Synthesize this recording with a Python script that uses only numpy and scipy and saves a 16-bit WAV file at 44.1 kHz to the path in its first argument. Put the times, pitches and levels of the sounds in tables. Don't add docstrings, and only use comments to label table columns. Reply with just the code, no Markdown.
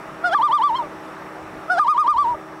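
import sys
import numpy as np
from scipy import signal
from scipy.io import wavfile
from scipy.ndimage import uniform_filter1d

SR = 44100
rng = np.random.default_rng(int(sys.argv[2]) if len(sys.argv) > 2 else 0)


def convert_level_to_amplitude(level_db):
    exponent = np.asarray(level_db, float) / 20
    return 10 ** exponent


def dump_mix(stems):
    frames = np.atleast_2d(stems).T
    limited = np.clip(frames, -1, 1)
    pcm = np.round(limited * 32767).astype(np.int16)
    wavfile.write(sys.argv[1], SR, pcm)


N = 114660

# [t/s, pitch f/Hz, effort level/dB, second overtone level/dB, higher overtones level/dB]
LEAD_IN_NOTES = [
    [(.226, 678, -50, -15, -7.5), (.238, 664, -35.5, -3.5, -4), (.244, 702, -24.5, 3, -3),
     (.262, 724, -24, 1.5, 4.5), (.285, 696, -25, -6.5, 4), (.303, 640, -33.5, -8, 0),
     (.322, 685, -22, -9.5, 1.5), (.336, 784, -17.5, -2, 2), (.344, 843, -16, 3, -6.5),
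     (.349, 900, -34.5, 17, 0)],
    [(1.68, 641, -44, 5.5, -2), (1.695, 644, -36, -7.5, -10), (1.702, 706.5, -24.5, 4, -1.5),
     (1.722, 738.6, -20.5, 1, 2.5), (1.745, 703, -25, -7.5, 0), (1.764, 665, -28, -11, 0),
     (1.778, 704, -20, -9.5, -0.5), (1.786, 779, -15.5, -5, -2), (1.792, 841, -20, 4, 1.5),
     (1.797, 900, -32, -7, -6)],
]
QUAVER_NOTES = [
    [(.345, 1215, -33.5, -11, -2), (.351, 1200, -14.5, 4, -5.5), (.358, 1175, -13.5, 4, 3),
     (.402, 886, -15.5, -2, -22), (.454, 1206, -14, 3.5, 5), (.501, 882, -17.5, 1, -17.5),
     (.553, 1204, -12, 3.5, 6), (.603, 873.6, -16.5, -2.5, -16.5), (.658, 1176, -12.5, 4, 4),
     (.714, 873, -18, -4, -17.5), (.74, 933, -21, 5, -13), (.771, 1070, -16.5, 5, 0),
     (.805, 950, -20, -27, -20), (.832, 870, -30.5, -8, 3)],
    [(1.791, 1230, -37, -11, -9), (1.799, 1216, -13.5, -7, -4), (1.815, 1211, -12, 4, 1),
     (1.86, 914, -16, -6.5, -13.5), (1.908, 1238, -11, 13, 1), (1.959, 939, -16, -8.5, -13.5),
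     (2.005, 1237, -12.5, 11, 1), (2.057, 922, -17, -11, -16.5), (2.105, 1220, -9, 8.5, 0),
     (2.155, 909, -14, -11, -16.5), (2.207, 1173, -12, 4, 2), (2.262, 914, -17.5, -15, -18.5),
     (2.307, 978, -20, -3, -17.5), (2.328, 950, -20.5, -17, -32), (2.348, 900, -30, -6, -13)],
]
SIGH_NOTES = [
    [(.82, 645, -45, 0, -9), (.83, 603, -39.5, 0, -7), (.845, 592, -41, 0.0062, -1),
     (.864, 560, -48, 0, -5), (.88, 564, -45, 0, -9)],
    [(2.34, 625, -54, 0.0077, -14), (2.35, 602, -37, 0, -10), (2.358, 600, -42, 0.0092, -9),
     (2.368, 580, -74, 0.0051, -9)],
]
# [multiple of the pitch, level/dB]
LOW_OVERTONES = [(1, -1.5), (2, 1), (3, -18), (4, -27), (5, -29), (6, -33), (7, -29.5), (8, -32.5),
                 (9, -40.5), (10, -33), (11, -31.5), (12, -36), (13, -55), (14, -40), (15, -47), (16, -53),
                 (17, -53), (18, -52), (19, -59)]
HIGH_OVERTONES = [(1, 1.5), (2, -18), (3, -22), (4, -25), (5, -34.5), (6, -43), (7, -32), (8, -38.5),
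                  (9, -43), (10, -63), (11, -47.5), (12, -59.5)]
# [f/Hz, level/dB]
THROAT_COLOUR = [(600, 7.5), (900, -1.5), (1000, 3), (1120, 6), (1230, 7), (1450, 4), (1800, -10),
                 (2500, -9), (2900, -0.5), (3250, 10.5), (3600, -1.5), (4300, 2.5), (4800, -1.5), (5200, 5),
                 (5600, -2), (6000, -4.5), (6500, 0), (7200, -9.5), (8500, -3.5), (11000, 2),
                 (12300, -19.5), (13500, 1), (15500, 5.5)]
# [anti-resonance f/Hz, its lift on a steep climb f/Hz, treble colour as a list of [f/Hz, level/dB]]
HEAD_TURNS = [(1074.4, 11.3, [(1500, -0.5), (2400, -4.5), (3200, 1), (4500, -1.5), (6000, -4.5),
              (8500, -5.5), (13000, -7)]), (1067, 2.6, [(1500, 0), (2400, -3.5), (3200, -5), (4500, 0),
              (6000, 0), (8500, -1), (13000, -1.5)])]
# [pitch f/Hz, second level/dB, third and fourth level/dB, higher level/dB]
SHOULDER_BREAKS = [(890, 1, 1, 2.5), (900, -3.5, -1, -4), (950, 2.5, 4.5, 1.5), (974, -0.5, 3, 6),
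                   (1045, 1, -0.5, -2), (1096, -4.5, -5, 7), (1154, -4, -7.5, -2.5), (1252, 3.5, -6, 2.5),
                   (1200, 1, 0, 1.5), (1215, -3, -3.5, 5)]
# [t/s, peak level/dB, length t/s]
WIND_BUMPS = [(.54, -49, 0.036), (1.45, -49, .05), (1.58, -46, 0.032), (2.174, -42.5, 0.14),
              (2.325, -46.5, 0.092)]
# [multiple of the motor's frequency, level/dB]
DRIVE_OVERTONES = [(2, -62), (3, -54.5), (6, -48.5), (9, -53), (10, -49.5), (12, -59.5), (13, -51.5),
                   (17, -60.5), (18, -54.5), (19, -59.5), (20, -55), (24, -62), (26, -58), (28, -58),
                   (31, -61), (32, -71), (33, -76), (40, -67.5)]
SPINDLE_OVERTONES = [(1, -53.5), (2, -44.5)]
# [f/Hz, level/dB before it pulses]
WHINE_TONES = [(3535, -68), (5285, -77.5), (5430, -71), (5572.8, -69.5), (5845, -72.5), (6147, -78),
               (7867, -75)]
# [f/Hz, level/dB per Hz]
WASH_COLOUR = [(15, -40), (30, -27), (70, -6), (140, -10), (280, -3.5), (450, -3.5), (800, -1.5),
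               (1000, -3), (1200, 0), (1500, -7.5), (1850, -9.5), (2200, -13), (3000, -20), (3350, -24.5),
               (3550, -25), (4500, -28.5), (5500, -30), (6500, -32.5), (10000, -35), (15500, -41.5)]
# [t/s, level/dB]
WASH_LOUDNESS = [(0, -37), (0.501, -38), (1, -37), (1.35, -37.5), (1.701, -37.5), (2.2, -37.5),
                 (2.6, -40.5)]

CLIMB_SCALE_HZ_PER_S = 4000
RISE_DB = -1
BROADNESS = 1.4
CORNER_S, EDGE_S = .004, .003
JITTER = 0.002
BREATH_DB = -24.5
RASP_DB, RASP_RISE_DB = -44, 0.5
STEEPER = 0.088
OVERTONE_RISE_DB = 4
LOW_DULLING_DB, HIGH_DULLING_DB = 0.7, 1.4
SHIMMER_DB, CLIMB_SHIMMER_DB = 1.6, 1.2
DEAD_WIDTH_HZ, DEAD_FILL_HZ = 100, 5.7
DEAD_NARROWING = 0.17
BUMP_LOW_HZ, BUMP_TOP_HZ = 30, 90
DRIVE_HZ, SPINDLE_HZ = 64.1, 157.8
HUM_WAVER_DB, HUM_WAVER = 1, 0.00086
WHINE_WOBBLE_HZ, WHINE_SWING_RAD, WHINE_PULSE = 29.97, 1.3, .4
SCAN_HZ, SCAN_DB = 15734, -84.5
PATCHY_DB = 1.5
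KNEE_DB, ATTACK_S, RECOVER_DB_PER_S = -15.5, .004, 200


def evened(x):
    return x / np.sqrt(np.mean(x ** 2) + 1e-20)


def read(points, hz):
    f, value = np.transpose(points)
    return np.interp(np.log(hz + 1), np.log(f + 1), value)


def drift(rate_hz, count=N):
    settle = SR // 4
    noise = rng.standard_normal(count + settle)
    return evened(signal.lfilter(*signal.butter(2, rate_hz, fs=SR), noise)[settle:])


def add(mix, s, sound):
    part = mix[round(s * SR):][:len(sound)]
    part += sound[:len(part)]


def pitch_curve(t, s, pitch):
    place = np.interp(t, s, np.arange(len(s)))
    k = np.minimum(place.astype(int), len(s) - 2)
    up = pitch[k + 1] > pitch[k]
    height = np.where(up, place - k, 1 - place + k)
    arc = np.sin(np.pi / 2 * (1 - (1 - height) ** BROADNESS)) ** 2
    hz = np.minimum(pitch[k], pitch[k + 1]) + abs(pitch[k + 1] - pitch[k]) * arc
    return uniform_filter1d(hz, round(CORNER_S * SR))


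def breath(turns, climb):
    on_pitch = convert_level_to_amplitude(BREATH_DB) * drift(200, len(turns)) * np.cos(turns)
    band = signal.butter(1, [2500, 7000], "band", fs=SR)
    hiss = evened(signal.lfilter(*band, rng.standard_normal(len(turns))))
    return on_pitch + convert_level_to_amplitude(RASP_DB + RASP_RISE_DB * climb) * hiss


def note(points, voice, dulling_db, dead_hz, lift_hz, colour):
    s, pitch, effort_db, second_db, over_db = np.transpose(points)
    t = s[0] + np.arange(SR * 3 // 5) / SR
    hz = pitch_curve(t, s, pitch)
    climb = np.tanh(np.gradient(hz) * SR / CLIMB_SCALE_HZ_PER_S)
    rising = np.maximum(climb, 0)
    turns = 2 * np.pi * np.cumsum(hz * (1 + JITTER * drift(220, len(t)))) / SR
    out = breath(turns, climb)

    at_hz, *breaks_db = np.transpose(SHOULDER_BREAKS)
    second_break, middle_break, upper_break = (np.interp(hz, at_hz, b) for b in breaks_db)
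    column_db = np.interp(t, s, over_db)
    dead_width = DEAD_WIDTH_HZ * (1 - DEAD_NARROWING * climb)
    for m, db in voice:
        off = m * hz - dead_hz - lift_hz * climb
        dead = (off + 1j * DEAD_FILL_HZ) / (off + 1j * dead_width)
        if m == 1:
            extra_db = 0
        elif m == 2:
            extra_db = np.interp(t, s, second_db) + second_break
        else:
            rise_db = (OVERTONE_RISE_DB - dulling_db * (m - 3)) * rising
            shimmer_db = (SHIMMER_DB + CLIMB_SHIMMER_DB * rising) * drift(49, len(t))
            extra_db = column_db * (1 + STEEPER * (m - 3)) + rise_db + shimmer_db
            extra_db = extra_db + (middle_break if m < 5 else upper_break)
        level_db = db + extra_db + read(THROAT_COLOUR, m * hz) + read(colour, m * hz)
        out -= convert_level_to_amplitude(level_db) * (dead * np.exp(1j * m * turns)).real

    edges = np.clip(np.minimum(t - s[0], s[-1] - t) / EDGE_S, 0, 1)
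    effort = convert_level_to_amplitude(np.interp(t, s, effort_db) + RISE_DB * climb)
    return s[0], np.sqrt(2) * out * edges * effort


def loon():
    bird = np.zeros(N)
    for head, lead_in, quaver, sigh in zip(HEAD_TURNS, LEAD_IN_NOTES, QUAVER_NOTES, SIGH_NOTES):
        add(bird, *note(lead_in, LOW_OVERTONES, LOW_DULLING_DB, *head))
        add(bird, *note(quaver, HIGH_OVERTONES, HIGH_DULLING_DB, *head))
        add(bird, *note(sigh, LOW_OVERTONES, LOW_DULLING_DB, *head))
    return bird


def bumps():
    t = np.arange(N) / SR
    low = evened(signal.lfilter(*signal.butter(1, BUMP_LOW_HZ, "high", fs=SR), drift(BUMP_TOP_HZ)))
    swells = sum(convert_level_to_amplitude(db) * np.exp(-((t - s) / length * 2) ** 2) for s, db, length in WIND_BUMPS)
    return low * swells


def motor(motor_hz, overtones):
    out = np.zeros(N)
    turns = np.cumsum(motor_hz * (1 + HUM_WAVER * drift(1.5))) / SR
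    for m, db in overtones:
        level = convert_level_to_amplitude(db + HUM_WAVER_DB * drift(15.6))
        out += level * np.sin(2 * np.pi * (m * turns + rng.random()))
    return out


def whine():
    t, out = np.arange(N) / SR, np.zeros(N)
    for hz, db in WHINE_TONES:
        wobble = np.cos(2 * np.pi * (WHINE_WOBBLE_HZ * t + rng.random()))
        out += convert_level_to_amplitude(db) * (1 + WHINE_PULSE * wobble) * np.sin(2 * np.pi * hz * t + WHINE_SWING_RAD * wobble)
    return out


def camera():
    scan = convert_level_to_amplitude(SCAN_DB) * np.sin(2 * np.pi * SCAN_HZ * np.arange(N) / SR)
    hum = motor(DRIVE_HZ, DRIVE_OVERTONES) + motor(SPINDLE_HZ, SPINDLE_OVERTONES)
    return np.sqrt(2) * (hum + whine() + scan)


def wash():
    frames, hz = N // 256 + 5, np.fft.rfftfreq(1024, 1 / SR)
    real, imaginary, patches = rng.standard_normal((frames, 513, 3)).T
    patches = uniform_filter1d(patches, size=10, axis=0)
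    patches = evened(uniform_filter1d(patches, size=10, axis=1))
    level_db = read(WASH_COLOUR, hz)[:, None] + PATCHY_DB * patches
    spectra = (real + 1j * imaginary) * convert_level_to_amplitude(level_db)
    noise = evened(signal.istft(spectra, nperseg=1024, noverlap=768)[1][:N])
    return convert_level_to_amplitude(np.interp(np.arange(N) / SR, *np.transpose(WASH_LOUDNESS))) * noise


def scene():
    return (loon() + wash() + bumps() + camera())[None]


def low_pass(x):
    return signal.sosfilt(signal.butter(12, 15680, fs=SR, output="sos"), x)


def record(dry):
    power_db = 10 * np.log10(abs(uniform_filter1d(dry[0] ** 2, size=80)) + 1e-12)
    fall = np.arange(N) * RECOVER_DB_PER_S / SR
    held_db = np.maximum.accumulate(power_db + fall) - fall
    over_db = np.maximum(held_db - KNEE_DB, 0)
    keep = np.exp(-1 / (ATTACK_S * SR))
    grip_db = signal.lfilter([1 - keep], [1, -keep], over_db)
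    mix = dry / convert_level_to_amplitude(grip_db)
    return low_pass(mix)


dry = scene()
out = record(dry)
dump_mix(out)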